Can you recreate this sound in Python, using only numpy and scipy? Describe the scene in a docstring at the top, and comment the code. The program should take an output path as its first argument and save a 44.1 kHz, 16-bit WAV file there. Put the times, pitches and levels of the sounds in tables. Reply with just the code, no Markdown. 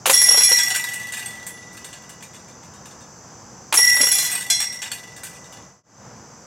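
"""A plastic disc slaps the chains of a steel disc-golf basket on a summer field; a second one follows.
The chains are showers of randomly excited link modes; the ring that gathers them clangs on the pole,
and both ring as sums of decaying sinusoids. Discs are damped thuds with noise slaps, rakes are sparse noise.
Stray links clink as the chains settle, over pulsed-noise insects and a far rumble of filtered noise."""
import sys
import numpy as np
from scipy import signal
from scipy.fft import rfft, irfft
from scipy.io import wavfile
from scipy.ndimage import uniform_filter1d

SR = 44100
rng = np.random.default_rng(int(sys.argv[2]) if len(sys.argv) > 2 else 0)


def generate_wav(signal):
    """Clip the signal to [-1, 1] and save it as 16-bit WAV at the path in sys.argv[1]."""
    frames = np.transpose(np.atleast_2d(signal))
    scaled = np.clip(frames, -1, 1) * 32767
    pcm = np.round(scaled).astype(np.int16)
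    wavfile.write(sys.argv[1], SR, pcm)


N = 284877
T = np.arange(N) / SR

# Levels in the tables are relative: each source applies its own gain.
# The ring meets the pole:
# (time [s], clang level [dB], hum level [dB], shimmer level [dB], pole level [dB])
CLANGS = [(0.133, -7.5, -24, -11, -21), (0.175, -6.5, -26, -14, -22), (0.218, -7, -22, -8.5, -20),
          (0.2884, -3.5, -25, -9, -21.5), (0.3724, -5.5, -30, -11.5, -19), (0.4346, -6.5, -31.5, -10, -16),
          (0.483, -10, -21, -15, -33), (0.518, -5, -20.5, -19.5, -20), (0.587, -10.5, -23, -28, -19.5),
          (3.7735, -6.5, -20, -9.5, -27.5), (3.82, -6.5, -16, -17, -32.5),
          (3.8744, -6.5, -14, -17.5, -27.5), (3.95, -14.5, -18.5, -17.5, -43.5),
          (4.013, -7.5, -26, -13, -20), (4.1152, -12.5, -34, -12.5, -19.5), (4.1844, -18, -33.5, -28, -20),
          (4.2494, -21.5, -32.5, -26, -24), (4.5014, -12.5, -41, -24, -13), (4.6023, -16, -39, -34, -37)]
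# Bending modes of the ring, each split into close, beating tones: (frequency [Hz], level [dB], t60 [s])
HUM_MODES = [(1966, 0, 2.9), (1990, -5, 2.9)]
CLANG_MODES = [(5546, -1, .6), (5566, -10, .8), (5587, -4, .75), (5615, -3, .8), (5649, -9, .7),
               (5696, -10, .7), (5745, -17, .5), (5800, -20, .4)]
SHIMMER_MODES = [(10698, -3, .35), (10729, -2, .35), (10765, -4, .35), (10882, -8, .5), (10972, -10, .4),
                 (11084, -10, .35), (11208, -14, .3)]
# The hum's upper twin varies about half as much in dB as the hum itself:
# level at full hum [dB], slope [dB per dB of hum]
TWIN_DB, TWIN_SLOPE = -10, 0.54
# Modes of the steel pole: (frequency [Hz], level [dB], t60 [s])
POLE_MODES = [(2121, -12, .8), (2379, -11, .5), (3386, 0, .3), (4124, -2, .32), (4985, -5, .3),
              (5890, -5, .2), (6078, -6, .3), (6275, -10, .33), (6589, -4, .3), (6928, -3, .26),
              (7368, -4, .2), (7860, -1, .17), (8050, -6, .22), (8400, -4, .3), (8965, -4, .15),
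              (9615, -12, .15), (10341, -9, .13), (11547, -10, .13), (12010, -11, .12)]

# A chain snaps tight and stirs its neighbours:
# (time [s], jingle level [dB], clatter level [dB], t60 of the stir [s])
CLINKS = [(0.586, -12.5, -17.5, .2), (0.703, -12.5, -18, 1), (0.76, -9, -20, 0.14), (0.829, -28, -35, 0.15),
          (0.936, -16, -33, 0.41), (1.122, -18.5, -26.5, 1), (1.17, -19, -27, .5), (1.259, -20, -34, 0.17),
          (1.3016, -32, -50, .3), (1.466, -16.5, -33, 0.18), (1.7288, -34, -45, 0.34),
          (1.7697, -30.5, -37, 0.22), (1.845, -25, -33.5, 0.33), (1.9293, -32.5, -32, 0.22),
          (2.093, -29.5, -36.5, 0.18), (2.225, -30, -33.5, 0.22), (2.345, -35, -40, 0.45),
          (2.8563, -33.5, -39, .2), (4.1841, -5, -20, 0.22), (4.317, -11, -24.5, 0.33),
          (4.3527, -13.5, -22.5, 0.28), (4.4082, -18.5, -28, 0.23), (4.4995, -15, -22.5, .25),
          (4.602, -9.5, -20, .3), (4.7263, -22.5, -34, 0.6), (4.8185, -20.5, -23.5, .9),
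          (4.9168, -16, -24.5, 0.1), (5.164, -29.5, -35.5, 0.14), (5.234, -18.5, -30.5, 0.45),
          (5.5245, -35, -39, 0.69)]
# The stir, relative to its clink [dB]
STIR_DB, STIR_CLATTER_DB = -24.5, -8
# Faint stray clinks as the chains settle: (start [s], end [s], jingle level [dB], clatter level [dB])
SETTLING = [(1.999, 3.05, -42.5, -41.5), (5.295, 5.55, -40.5, -40.5)]
STRAYS_PER_S, STRAY_SPREAD_DB = 7, 0.5
# Tones that all links share, roughly: (frequency [Hz], level [dB])
LINK_MODES = [(1590, 1), (1740, 0.5), (2830, -4.5), (3000, -13), (3470, 3), (3750, 1.5), (4450, 3.5),
              (7400, -3), (8200, -8), (8395, 8.5), (8770, 0), (10900, 4), (13330, 9.5), (13780, -4)]
# Spectra of the bright jingle, dull clatter, hard-contact edge and lone clink: (frequency [Hz], level [dB])
BRIGHT_SPECTRUM = [(4500, -29), (6500, 6.5), (7800, 7), (8500, 0.5), (9400, 2.5), (11300, -4.5),
                   (12800, -14), (15000, -13.5), (16000, -18.5)]
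DULL_SPECTRUM = [(80, -60), (250, -9), (600, -5.5), (850, 1.5), (1200, -5), (1600, 1.5), (2100, 0),
                 (2800, 3.5), (3700, 0), (5000, -2.5), (7500, 5), (10000, -33)]
EDGE_SPECTRUM = [(6000, -34), (9500, 0), (11800, 4), (13300, -15.5), (15000, -4.5), (16000, -18)]
CLINK_SPECTRUM = [(4500, -31.5), (6500, -9), (7800, 5.5), (8500, 1), (9400, 1.5), (11300, -5),
                  (12800, -8.5), (15000, -10), (16000, -14)]
# Instants at which a throw sets the chains shaking: (time [s])
THROW_TIMES = [0.058, 3.726]
# The shaking after each throw: (level [dB], hold [s], fall [dB/s])
THROWS = [(-27.5, 0.48, 35), (-28.5, .52, 82)]
# The chains swing together and apart; the shaking swells once a swing
SWING_S, SWING_DB, SHAKE_ATTACK_S = 0.39, 1, .02
# Clatter fades more slowly than jingle: level at full shake [dB], slope [dB per dB of shake]
CLATTER_DB, CLATTER_SLOPE = -15, .55
# A link swings free and rings one clear tone: (time [s], frequency [Hz], level [dB], t60 [s])
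PINGS = [(0.757, 8200, -27.5, 0.16), (0.758, 1583, -26, 0.11), (1.26, 8320, -26, 0.093),
         (4.316, 8420, -20.5, 0.27), (4.352, 8410, -20, 0.26), (4.916, 4460, -27, 0.16),
         (5.236, 1550, -38, 0.17)]

# The flying disc rakes across the chains: (time [s], level [dB], t60 [s])
RAKES = [(0.059, -16, 0.21), (0.098, -14, 0.6), (3.726, -19, 0.066), (3.7405, -16, 0.49)]
# Spectrum of a rake: (frequency [Hz], level [dB])
RAKE_SPECTRUM = [(3000, -14.5), (5500, -6), (7000, 1), (8500, -1), (10200, 1.5), (11800, -4),
                 (13300, -17.5), (15000, -12)]
# A disc strikes chains or tray: (time [s], thud level [dB], slap level [dB], thud pitch [Hz])
DISCS = [(0.057, -31.5, -17, 677), (0.073, -14.5, -22, 494), (0.096, -7.5, -14.5, 507),
         (0.141, -30, -29.5, 473), (0.217, -29.5, -32.5, 497), (0.515, -16, -25.5, 522),
         (3.725, -38.5, -18.5, 670), (3.74, -28, -21.5, 547), (3.785, -24.5, -24.5, 502),
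         (4.004, -20, -45.5, 263)]
# Nominal modes of the disc's body: (multiple of thud pitch [1], level [dB], t60 [s])
DISC_MODES = [(.8, -12, 0.18), (1.002, 13, .08), (1.2, -13.5, 0.022), (1.701, -3.5, 0.12)]
# Spectrum of the slap: (frequency [Hz], level [dB])
SLAP_SPECTRUM = [(80, -69.5), (280, -12.5), (550, -10.5), (900, -0.5), (1400, -4), (2000, -6), (2900, -3.5),
                 (4500, -10), (9000, -29)]
# A disc tumbles down the chains in soft knocks, loudest midway:
# (time [s], length [s], thud level [dB], slap level [dB], thud pitch [Hz])
TUMBLES = [(0.279, .14, -19.5, -26, 515), (3.973, 0.107, -19.5, -28.5, 540)]
# Mean spacing, timing spread, pitch spread (natural log) and base taper at the ends of a tumble
KNOCK_GAP_S, KNOCK_JITTER_S, KNOCK_PITCH_SPREAD, KNOCK_TAPER_DB = .032, 0.0024, .12, 4

# Spectra of the insects and the open field: (frequency [Hz], level [dB per Hz])
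INSECT_SPECTRUM = [(3900, -35), (4500, -16.5), (5000, -9), (5500, -11), (5750, -4), (6250, -2.5),
                   (6850, -10.5), (7300, -9), (7900, -16), (8600, -31), (12000, -33), (16000, -37)]
FIELD_SPECTRUM = [(15, -77), (25, -36), (59, -13.5), (117, -2), (227, -4.5), (264, -8.5), (406, -11.5),
                  (442, -12), (472, -7), (548, -11), (999, -10), (1260, -14), (1600, -16.5), (2110, -23.5),
                  (4200, -34), (5460, -46.5), (9240, -120)]
INSECTS_DB, FIELD_DB = -48, -45
# Gain of the sample-to-sample slope that sets the two channels apart [dB]
RING_SIDE_DB, BASKET_SIDE_DB = -26.5, -47
# The level dips briefly: (time [s], gain [1])
FADE = [(5.6, 0.96), (5.83, 0.0072), (6.06, 0.86)]
TOP_HZ = 15750


def amp(db):
    """Decibel law: 20 dB are a factor of ten in amplitude."""
    return 10 ** (np.asarray(db) / 20)


def unit(x):
    """Normalisation: scale to an rms of 1."""
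    return x / np.sqrt(np.mean(x ** 2))


def decay(t, t60):
    """Exponential damping: fall by 60 dB in t60 seconds."""
    return np.exp(-np.log(1000) * t / t60)


def colour(x, points):
    """Minimum-phase filtering: a folded cepstrum turns (Hz, dB) points into a causal response."""
    size = 4096
    hz, db = np.transpose(points)
    bins_hz = np.arange(size // 2 + 1) * SR / size
    gain = amp(np.interp(np.log(bins_hz + 1), np.log(hz), db))
    cepstrum = irfft(np.log(gain))[:size // 2]
    cepstrum[1:] *= 2
    response = irfft(np.exp(rfft(cepstrum, size)))
    return signal.fftconvolve(x, response)[:len(x)]


def highpass(x, hz):
    """Radiation efficiency: small bodies radiate little bass."""
    return signal.sosfilt(signal.butter(3, hz, "high", fs=SR, output="sos"), x)


def walk(rate):
    """Band-limited fluctuation: smoothed random steps with a spread near 1."""
    k = int(SR / rate)
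    steps = np.repeat(rng.standard_normal(N // k + 1), k)
    return uniform_filter1d(steps, k)[:N] * np.sqrt(3 / 2)


def add(out, s, sound):
    """Superposition: mix a sound in at a given time."""
    i = int(s * SR)
    out[i:i + len(sound)] += sound[:N - i]


def struck(times, blow_db, modes, kick, chatter):
    """Modal re-excitation: each contact restarts the swing and shifts its phase; riding links add chatter."""
    out = np.zeros(N)
    blow = np.maximum(np.searchsorted(times, T) - 1, 0)
    age = np.maximum(T - times[blow], 0)
    for hz, db, t60 in modes:
        level = amp(blow_db + db)[blow] * decay(age, t60) * (T > times[0])
        swing = uniform_filter1d(level, size=90)  # about 2 ms: softens the joins
        shifts = np.cumsum(kick * rng.standard_normal(len(times)))
        phase = uniform_filter1d(shifts[blow], size=90)
        phase += chatter * walk(420) * decay(age, 1.2)
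        out += swing * np.sin(2 * np.pi * (hz * T + rng.random()) + phase)
    return out


def steel_ring():
    """Bending vibration of a ring: split modes beat, and the lowest tones sing on longest."""
    s, clang_db, hum_db, shimmer_db, _ = np.transpose(CLANGS)
    hum = struck(s, hum_db + 1.5, HUM_MODES[:1], kick=.35, chatter=.06)
    twin = struck(s, TWIN_DB + TWIN_SLOPE * hum_db, HUM_MODES[1:], kick=.35, chatter=.06)
    clang = struck(s, clang_db - 6.5, CLANG_MODES, kick=0.74, chatter=0.2)
    shimmer = struck(s, shimmer_db - 1.5, SHIMMER_MODES, kick=1.1, chatter=0.3)
    return hum + twin + clang + shimmer


def pole():
    """Linear impulse response: blows, each with a brief scrape, excite modes that add up and die away."""
    force, tube, t = np.zeros(N), np.zeros(SR), np.arange(SR) / SR
    for s, *_, db in CLANGS:
        contact = 0.017 * rng.standard_normal(len(t)) * decay(t, 0.42)
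        contact[0] += 1
        add(force, s, amp(db - 4.5) * contact)
    for hz, db, t60 in POLE_MODES:
        tube += amp(db) * decay(t, t60) * np.sin(2 * np.pi * (hz * t + rng.random()))
    ringing = signal.oaconvolve(force, highpass(tube, 1500))[:N]
    # chains lying against the tube roughen its tones
    return np.real(signal.hilbert(ringing) * np.exp(.25j * walk(350)))


def link(t60, tick, detune, count):
    """Modal sum: shared tones, many of the link's own, and a noisy tick of contact."""
    t = np.arange(SR // 5) / SR
    hz, db = np.transpose(LINK_MODES)
    shared_hz = hz * (1 + detune * rng.standard_normal(len(hz)))
    hz = np.r_[shared_hz, rng.uniform(600, 16000, count)]
    size = np.r_[amp(db), np.ones(count)] * rng.rayleigh(1, len(hz))
    sign = rng.choice([-1, 1], len(hz))
    life = t60 * np.exp(0.62 * rng.standard_normal(len(hz)))
    modes = decay(t, life[:, None]) * np.sin(2 * np.pi * hz[:, None] * t)
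    ring = (size * sign) @ modes
    crack = rng.standard_normal(len(t)) * decay(t, 0.022)
    return ring / np.linalg.norm(ring) + tick * crack / np.linalg.norm(crack)


def rattle(links, rate, spread_db):
    """Random impact process: dense contacts at a constant mean rate, shared among the links."""
    out = np.zeros(N)
    for ring in links:
        contacts = rng.random(N) < rate / SR / len(links)
        strength = amp(spread_db * np.clip(rng.standard_normal(N), -2, 2))
        out += signal.oaconvolve(contacts * strength, ring)[:N]
    return out


def voiced(x, points, size=2600):
    """Local power normalisation: colour a rattle and even out its slow swells."""
    y = colour(x, points)
    return y / np.sqrt(np.abs(uniform_filter1d(y ** 2, size)) + 1e-12)


def shaking():
    """Damped agitation: each throw holds, then dies away in swings; each clink adds a short stir."""
    shake = np.zeros(N)
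    for s, (db, hold, fall) in zip(THROW_TIMES, THROWS):
        age = np.maximum(T - s, 0)
        swing = SWING_DB * np.cos(2 * np.pi * age / SWING_S)
        attack = np.minimum(age / SHAKE_ATTACK_S, 1)
        shake += attack * amp(db + swing - fall * np.maximum(age - hold, 0))
    jingle, clatter = shake, amp(CLATTER_DB) * shake ** CLATTER_SLOPE
    for s, jingle_db, clatter_db, t60 in CLINKS:
        stir = (T > s) * decay(np.clip(T - s, 0, 2), t60)
        # independent rattles add in power
        jingle = np.hypot(jingle, amp(jingle_db + STIR_DB) * stir)
        clatter = np.hypot(clatter, amp(clatter_db + STIR_CLATTER_DB) * stir)
    return jingle, clatter


def strays():
    """Jittered sequence: times and levels of the faint clinks of settling chains."""
    rows = []
    for start, end, *levels in SETTLING:
        for s in np.arange(start, end, 1 / STRAYS_PER_S):
            late = rng.random() / STRAYS_PER_S / 2
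            spread = STRAY_SPREAD_DB * rng.standard_normal()
            rows.append((s + late, *(np.array(levels) + spread)))
    return rows


def chains(count=30):
    """Many-body impact: a shower of contacts while the chains shake, and lone clinks that bounce."""
    links = [link(t60=0.11, tick=0.29, detune=.009, count=48) for _ in range(count)]
    shower = rattle(links, rate=220, spread_db=6)
    bright = voiced(shower, BRIGHT_SPECTRUM)
    dull = voiced(shower, DULL_SPECTRUM)
    edge = voiced(shower, EDGE_SPECTRUM)
    jingle, clatter = shaking()
    out = amp(2.5) * bright * jingle ** 0.94 + dull * clatter
    # harder contacts are shorter, so the top grows faster than the rest
    out += amp(12.5) * edge * jingle ** 1.415
    for s, jingle_db, clatter_db, *_ in CLINKS + strays():
        clink = np.zeros(SR // 3)
        delays = np.r_[0, np.cumsum(rng.uniform(.002, .016, size=4))]
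        for bounce, delay in enumerate(delays):
            ring = links[rng.integers(count)]
            i = int(delay * SR)
            clink[i:i + len(ring)] += amp(-4 * bounce) * ring[:len(clink) - i]
        add(out, s, amp(jingle_db - 27.0) * unit(colour(clink, CLINK_SPECTRUM)))
        add(out, s, amp(clatter_db - 19.0) * unit(colour(clink, DULL_SPECTRUM)))
    return out


def pings():
    """Free vibration: links swinging free each ring with a clear tone that dies away quickly."""
    out, t = np.zeros(N), np.arange(SR // 2) / SR
    for s, hz, db, t60 in PINGS:
        add(out, s, amp(db) * decay(t, t60) * np.sin(2 * np.pi * hz * t))
    return out


def rakes():
    """Damped multiple impact: dozens of links hit at once, muted by the plastic, crash densely and dryly."""
    out, t = np.zeros(N), np.arange(SR // 4) / SR
    for s, db, t60 in RAKES:
        grains = rng.standard_normal(len(t)) * (rng.random(len(t)) < .06)
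        add(out, s, amp(db) * unit(colour(grains, RAKE_SPECTRUM)) * decay(t, t60))
    return highpass(out, 400)


def knocks():
    """Irregular impact series: the loosely spaced knocks of a tumbling disc."""
    rows = []
    for s, length, thud_db, slap_db, hz in TUMBLES:
        for age in np.arange(0, length, KNOCK_GAP_S):
            late, sharp = rng.standard_normal(2)
            time = s + age + KNOCK_JITTER_S * late
            taper = KNOCK_TAPER_DB * (2 * age / length - 1) ** 2
            pitch = hz * np.exp(KNOCK_PITCH_SPREAD * sharp)
            rows.append((time, thud_db - 2 * taper, slap_db - taper / 2, pitch))
    return rows


def discs():
    """High internal damping: soft plastic gives a low thud from the body and a short slap from the rim."""
    out, t = np.zeros(N), np.arange(SR // 5) / SR
    for s, thud_db, slap_db, hz in DISCS + knocks():
        thud = np.zeros(len(t))
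        for ratio, db, t60 in DISC_MODES:
            mode_hz = hz * ratio * (1 + 0.069 * rng.standard_normal())
            thud += amp(db) * decay(t, t60) * np.sin(2 * np.pi * mode_hz * t)
        slap = colour(rng.standard_normal(len(t)) * decay(t, 0.093), SLAP_SPECTRUM)
        add(out, s, amp(thud_db - 23) * unit(thud) + amp(slap_db - 10.5) * unit(slap))
    return highpass(out, 200)


def scatter(x, t60, db):
    """Diffuse scattering: grass and trees throw back a faint, decaying noise tail."""
    t = np.arange(SR) / SR
    tail = colour(rng.standard_normal(len(t)) * decay(t, t60), [(3000, -7.5), (14000, 16.5)])
    return amp(db) * signal.oaconvolve(x, tail / np.linalg.norm(tail))[:N]


def insects(count=5):
    """Amplitude-modulated noise: each singer of the chorus buzzes at its own pulse rate."""
    out = np.zeros(N)
    for rate in rng.uniform(105, 260, count):  # pulses per second
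        phase = np.cumsum(rate * (1 + 0.0099 * walk(2.7))) / SR
        pulses = np.exp(-(phase % 1) / 1.4)
        out += rng.standard_normal(N) * pulses * amp(1.5 * walk(1.4))
    return amp(INSECTS_DB) * unit(colour(out, INSECT_SPECTRUM))


def field():
    """Filtered broadband noise: far rumble and the rustle of open air, gently wavering."""
    level = amp(FIELD_DB + 1.1 * walk(6.5))
    return level * unit(colour(rng.standard_normal(N), FIELD_SPECTRUM))


def scene():
    """Sum and difference: the basket reaches the right channel a hair before the left, amid a wide field."""
    ring = steel_ring()
    basket = ring + pole() + chains() + pings() + rakes() + discs()
    mid = basket + scatter(basket, t60=0.69, db=-25.0) + insects() + field()
    # subtracting a little slope delays a wave; adding it advances the wave
    lag = -np.gradient(amp(RING_SIDE_DB) * ring + amp(BASKET_SIDE_DB) * basket)
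    side = lag + amp(-19.5) * field() + amp(-11.5) * insects()
    return np.array([mid + side, mid - side])


def record(dry):
    """Saturation and band limiting: the level dips briefly, peaks are rounded and the top is cut."""
    faded = dry * np.interp(T, *np.transpose(FADE))
    rounded = np.tanh(.85 * faded) / .85
    lowpass = signal.ellip(8, .2, 70, TOP_HZ, fs=SR, output="sos")
    return signal.sosfilt(lowpass, rounded)


dry = scene()
out = record(dry)
generate_wav(out)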